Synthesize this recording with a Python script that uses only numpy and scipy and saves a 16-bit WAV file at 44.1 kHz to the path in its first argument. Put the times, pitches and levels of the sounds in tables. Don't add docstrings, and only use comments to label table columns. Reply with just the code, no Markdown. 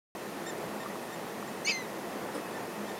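import sys
import numpy as np
from scipy import signal
from scipy.fft import rfft, irfft
from scipy.io import wavfile
from scipy.ndimage import uniform_filter1d

SR = 44100
rng = np.random.default_rng(int(sys.argv[2]) if len(sys.argv) > 2 else 0)


def materialize(psi):
    bounded = np.clip(np.atleast_2d(psi).T, -1, 1)
    quanta = np.round(bounded * 32767).astype(np.int16)
    wavfile.write(sys.argv[1], SR, quanta)


def invert_db(level):
    return 10 ** (np.asarray(level, dtype=float) / 20)


N = 131859


def evened(x):
    return x / np.sqrt(np.mean(abs(x) ** 2) + 1e-20)


def read(points, hz):
    f, value = np.transpose(points)
    return np.interp(np.log(hz + 1), np.log(f + 1), value)


def add(mix, s, sound):
    part = mix[round(s * SR):][:len(sound)]
    part += sound[:len(part)]


def ring(x, hz, width):
    turn = np.exp(2j * np.pi * hz * np.arange(len(x)) / SR)
    r = np.exp(-np.pi * width / SR)
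    return evened((turn * signal.lfilter([1], [1, -2 * r, r * r], x / turn)).real)


def slow(size, seconds):
    span = max(int(seconds * SR), 2)
    return evened(uniform_filter1d(uniform_filter1d(rng.standard_normal(size), span), span))


def curves(table):
    cols = np.transpose(table)
    t = np.arange(cols[0][0], cols[0][-1], 1 / SR)
    return t[0], [np.interp(t, cols[0], c) for c in cols[1:]]


def phase(hz):
    return 2 * np.pi * np.cumsum(hz) / SR


def bark():
    out = np.zeros(N)
    start, turn = whistle(out)
    second_voice(out, start, turn)
    third_voice(out)
    lingering_cavities(out)
    strained_throat(out)
    return out + ground_scatter(out)


def whistle(out):
    # time in seconds, pitch in Hz, levels of the tone, second and third partial in dB.
    arch = [(1.6462, 1985, -70, -72, -66), (1.6495, 2025, -43, -52, -36), (1.657, 2140, -45, -39, -35.5),
            (1.667, 2225, -52, -33, -43), (1.674, 2275, -28.5, -44, -40), (1.688, 2300, -30, -41, -42),
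            (1.697, 2400, -40, -49, -55), (1.707, 2335, -33, -45, -49), (1.714, 2240, -36, -40, -53)]
    tail = [(1.718, 2165, -41, -38, -38), (1.724, 2115, -38, -35, -44), (1.733, 2091, -39, -45, -44),
            (1.758, 2085, -39, -43.5, -42), (1.772, 2054, -38.5, -50, -56), (1.795, 2032, -42.5, -52, -50),
            (1.820, 1986, -43, -54, -59), (1.835, 1920, -56, -56, -72), (1.86, 1830, -70, -64, -85)]
    wobble, flutter_db = .003, .8
    start, (hz, *dbs) = curves(list(arch) + list(tail))
    turn = phase(hz * (1 + wobble * slow(len(hz), .0024)))
    dbs.append(dbs[2] - 15 - 5.4 * ((4 * hz - 8800) / 200) ** 2)
    for k, db in enumerate(dbs):
        level = invert_db(db + flutter_db * (k + .5) * slow(len(hz), .004))
        add(out, start, np.sqrt(2) * level * np.sin((k + 1) * turn))
    return start, turn


def second_voice(out, start, turn):
    # time in seconds, pitch in Hz, level in dB.
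    second = [(1.658, 2760, -66), (1.664, 2865, -39), (1.675, 2875, -43), (1.683, 2965, -39),
              (1.691, 3050, -37), (1.699, 3160, -45), (1.712, 2950, -46)]
    sum_db = -13
    begin, (hz, db) = curves(second)
    other = phase(hz)
    first = turn[round((begin - start) * SR):][:len(other)]
    voices = np.sin(other) + invert_db(sum_db) * np.sin(other + first)
    add(out, begin, np.sqrt(2) * invert_db(db) * voices)


def third_voice(out):
    # time in seconds, pitch in Hz, level in dB, level of the sum with the first voice in dB.
    third = [(1.670, 2640, -60, -70), (1.677, 2620, -47, -52), (1.683, 2590, -32, -39),
             (1.692, 2550, -35, -33.5), (1.701, 2640, -29, -34.5), (1.706, 2600, -41, -37),
             (1.713, 2525, -33, -35), (1.719, 2480, -50, -41), (1.728, 2400, -68, -54)]
    rattle_db, double_db = 1.5, -8
    sum_hz, wander_hz = 4838, 45
    begin, (hz, db, sum_db) = curves(third)
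    turn, t = phase(hz), np.arange(len(hz)) / SR
    drifts = [slow(len(t), .0017) for _ in range(3)]
    rattle = [invert_db(rattle_db * drift) for drift in drifts]
    tone = rattle[0] * np.sin(turn)
    double = invert_db(double_db) * rattle[1] * np.sin(2 * turn - 2 * np.pi * 130 * t)
    sum_tone = rattle[2] * np.sin(phase(sum_hz + wander_hz * drifts[0]))
    add(out, begin, np.sqrt(2) * (invert_db(db) * (tone + double) + invert_db(sum_db) * sum_tone))


def lingering_cavities(out):
    # start in seconds, length in seconds, frequency in Hz, level in dB.
    linger = [(1.650, .034, 6060, -44), (1.664, .032, 6500, -46), (1.654, .020, 8810, -48),
              (1.666, .016, 5770, -49), (1.672, .022, 9250, -61), (1.698, .022, 7030, -46),
              (1.664, .016, 4470, -43), (1.668, .014, 3540, -47), (1.812, .032, 2570, -55),
              (1.724, .03, 4800, -54)]
    for s, length, hz, db in linger:
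        t = np.arange(0, length, 1 / SR)
        level = invert_db(db + 1.5 * slow(SR // 10, .002)[:len(t)])
        swell = np.sin(np.pi * t / length)
        add(out, s, np.sqrt(2) * level * swell * np.sin(2 * np.pi * hz * t))


def strained_throat(out):
    # time in seconds, level of the breath in dB.
    strain = [(1.655, -62), (1.666, -47), (1.686, -39), (1.700, -35), (1.712, -38), (1.720, -49),
              (1.745, -54), (1.80, -62)]
    # resonance in Hz, width in Hz, level in dB.
    throat = [(2750, 700, 0), (4790, 150, -7), (5100, 600, -4), (4400, 400, -8), (5760, 200, -13),
              (6090, 120, -13), (6490, 200, -14), (7270, 200, -17), (3450, 500, -10)]
    begin, (db,) = curves(strain)
    noise = rng.standard_normal(SR // 4)
    breath = sum(invert_db(g) * ring(noise, hz, width) for hz, width, g in throat)
    add(out, begin, invert_db(db) * breath[:len(db)])


def ground_scatter(sound):
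    echo_db, echo_t60 = -17, .13
    t = np.arange(SR // 4) / SR
    taps = rng.standard_normal(len(t)) * (rng.random(len(t)) < .03)
    taps = taps * invert_db(-60 * t / echo_t60) * (t > .003)
    return invert_db(echo_db) * signal.fftconvolve(sound, taps / np.linalg.norm(taps))[:N]


def chirps():
    # start in seconds, length in seconds, pitch in Hz, level in dB, brightness in dB.
    calls = [
        (.459, .056, 1850, -44.5, -4),
        (.793, .052, 1845, -47.5, -12),
        (1.116, .045, 1840, -52, -6),
        (1.462, .04, 1840, -54, -4),
        (2.525, .065, 1790, -48, -26),
        (2.872, .055, 1830, -49, -13),
        (.896, .024, 1950, -51, -28),
    ]
    # level of a harmonic in dB, its share of the brightness as a factor.
    partials = [(0, 0), (-5, .4), (-8, .55), (1.5, 1.1), (-18, 1.1)]
    bend, edge_s = .0736, .011
    out = np.zeros(N)
    for s, length, hz, db, bright in calls:
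        t = np.arange(0, length, 1 / SR)
        edge = np.clip(np.minimum(t, length - t) / edge_s, 0, 1)
        arch = 1 - bend * ((2 * t - .94 * length) / .0485) ** 2 * np.exp(bright / 20)
        turn = phase(hz * arch)
        for k, (g, share) in enumerate(partials):
            level = invert_db(db + g + share * bright + 2.4 * slow(SR // 10, .0063)[:len(t)])
            add(out, s, edge * np.sqrt(2) * level * np.sin((k + 1) * turn))
    return out


def bird():
    # time in seconds, pitch in Hz, level in dB.
    warble = [(2.845, 770, -74), (2.868, 797, -60), (2.885, 825, -67), (2.902, 845, -66), (2.920, 770, -59),
              (2.930, 765, -74), (2.945, 840, -64), (2.965, 880, -63), (2.995, 900, -60)]
    # multiple of the pitch, level in dB.
    partials = [(2, 0), (3, -5), (4, 0), (5, -8), (6, -6)]
    out = np.zeros(N)
    start, (hz, db) = curves(warble)
    turn = phase(hz)
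    for k, g in partials:
        level = invert_db(db + g + 3.5 * slow(len(hz), .004))
        add(out, start, np.sqrt(2) * level * np.sin(round(k) * turn))
    return out


def snaps():
    # time in seconds, peak in dB, centre in Hz, width in Hz.
    bursts = [
        (1.655, -48, 8600, 2500),
        (.887, -54, 13800, 2000),
        (.887, -55, 5500, 3500),
        (.580, -52, 8500, 1500),
        (1.027, -50, 8400, 1500),
        (2.353, -55, 5150, 500),
        (2.352, -55, 9000, 900),
        (2.363, -54, 5200, 600),
    ]
    snap_s = .004
    out, t = np.zeros(N), np.arange(SR // 50) / SR
    for s, db, hz, width in bursts:
        envelope = 2 * t / snap_s * np.exp(1 - 2 * t / snap_s)
        noise = ring(rng.standard_normal(len(t)), hz, width)
        add(out, s - snap_s / 2, invert_db(db) * envelope * noise)
    return out


def camera():
    return motor() + case_ticks() + finger_rub()


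def motor():
    # frequency in Hz, width in Hz, level in dB.
    whine = [(210, 25, -54), (340, 8, -53), (677, 30, -60), (2580, 40, -65), (6297, 40, -80),
             (6697, 40, -80), (8387, 70, -78), (10045, 60, -72), (13410, 90, -72)]
    swell_db = 1.5
    noise = rng.standard_normal(N)
    return sum(invert_db(db + swell_db * slow(N, .038)) * ring(noise, hz, width) for hz, width, db in whine)


def case_ticks():
    # start in seconds, peak in dB, frequency in Hz, 60 dB decay in seconds.
    ticks = [
        (.8605, -26, 1180, .02),
        (.9566, -30, 1200, .013),
        (1.1606, -33, 1000, .012),
        (1.2674, -32, 1100, .013),
        (1.4265, -25.5, 1150, .018),
        (.762, -31, 820, .04),
        (2.347, -29, 305, .17),
        (2.775, -34, 205, .5),
    ]
    out, t = np.zeros(N), np.arange(SR // 4) / SR
    for s, db, hz, t60 in ticks:
        rise = np.minimum(20 * t / t60, 1)
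        add(out, s, invert_db(db - 60 * t / t60) * rise * np.sin(2 * np.pi * hz * t))
    return out


def finger_rub():
    # frequency in Hz, width in Hz, level in dB.
    shell = [(520, 200, 0), (1000, 900, -7), (5100, 600, -17), (8500, 3500, -15), (3000, 2500, -16)]
    start_s, peak_db, rise_s, t60 = 2.343, -31, .010, .17
    out, t = np.zeros(N), np.arange(SR // 4) / SR
    grit = rng.standard_normal(len(t)) * invert_db(2 * slow(len(t), .001))
    scrape = sum(invert_db(g) * ring(grit, hz, width) for hz, width, g in shell)
    scrape = signal.sosfilt(signal.butter(4, 200, 'high', fs=SR, output='sos'), scrape)
    add(out, start_s, invert_db(peak_db - 60 * t / t60) * np.minimum(t / rise_s, 1) * scrape)
    return out


def wind():
    # frequency in Hz, level in dB.
    rumble = [(25, -31), (80, -27), (105, -14.5), (200, -3), (290, -5), (400, -1.5), (1000, -8),
              (1500, -14.5)]
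    hiss = [(1500, -12), (1850, 1.5), (2150, -5.5), (3500, -10), (7000, -13.5), (13000, -16),
            (15600, -20.5)]
    # time in seconds, strength of the wind in dB.
    gusts = [(.16, -41), (.35, -41.5), (.62, -38.5), (1.0, -41), (1.5, -40.5), (1.9, -40.5), (2.25, -38.5),
             (2.45, -39.5), (2.8, -40), (2.99, -40)]
    rumble_db, hiss_db = -40, -48.5
    patch_db, flicker_db, hiss_follow = .5, .5, .043
    frames, hz = N // 512 + 5, np.fft.rfftfreq(2048, 1 / SR)
    a, b, c, d, patches = rng.standard_normal((frames, 1025, 5)).T
    patches = evened(uniform_filter1d(uniform_filter1d(patches, size=12, axis=0), size=4, axis=1))
    flicker = evened(uniform_filter1d(rng.standard_normal(frames), 2))
    s, db = np.transpose(gusts)
    gust = np.interp(np.arange(frames) * 512 / SR, s, db - db.mean())

    low_db = read(rumble, hz) - 15 * np.log2(np.maximum(hz / rumble[-1][0], 1))
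    high_db = read(hiss, hz) + 8.8 * np.log2(np.clip(hz / hiss[0][0], .01, 1))
    low = (a + 1j * b) * invert_db(low_db)[:, None]
    low = low * invert_db(gust + patch_db * patches + flicker_db * flicker)
    high = (c + 1j * d) * invert_db(high_db)[:, None]
    high = high * invert_db(hiss_follow * gust + .72 * patches)
    out = np.zeros(N)
    for spectrum, level_db in ((low, rumble_db), (high, hiss_db)):
        noise = signal.istft(spectrum, nperseg=2048, noverlap=1536)[1][:N]
        out += invert_db(level_db) * evened(noise)
    return out


def slips():
    # time in seconds, centre in Hz, width in Hz.
    puffs = [(.279, 11800, 1400), (.65, 5800, 1200), (.65, 9700, 1400), (1.254, 8300, 1400),
             (1.254, 13800, 1400), (2.043, 15200, 1200), (2.183, 4700, 1000), (2.183, 8600, 2100),
             (2.531, 6600, 2000), (2.531, 13800, 1400), (2.856, 6300, 1400)]
    out, hz = np.zeros(N), np.fft.rfftfreq(2048, 1 / SR)
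    for s, centre, width in puffs:
        band = abs(hz - centre) < width / 2
        puff = irfft(rfft(rng.standard_normal(2048)) * band)
        add(out, s - 1024 / SR, invert_db(-64) * evened(puff) * np.hanning(2048) ** 2)
    return out


def scene():
    mono = bark() + chirps() + bird() + snaps() + camera() + wind()
    side = slips()
    return np.array([mono + side, mono - side])


def band_limit(x):
    return signal.sosfilt(signal.butter(12, 15720, fs=SR, output="sos"), x)


def record(dry):
    notch_hz, notch_width, notch_depth = 7875, 90, .9
    start_s = .1503
    hz = np.fft.rfftfreq(N, 1 / SR)
    notch = 1 - notch_depth * np.exp(-((hz - notch_hz) / notch_width) ** 2)
    heard = irfft(rfft(dry) * notch, N)
    return band_limit(heard * (np.arange(N) >= start_s * SR))


dry = scene()
out = record(dry)
materialize(out)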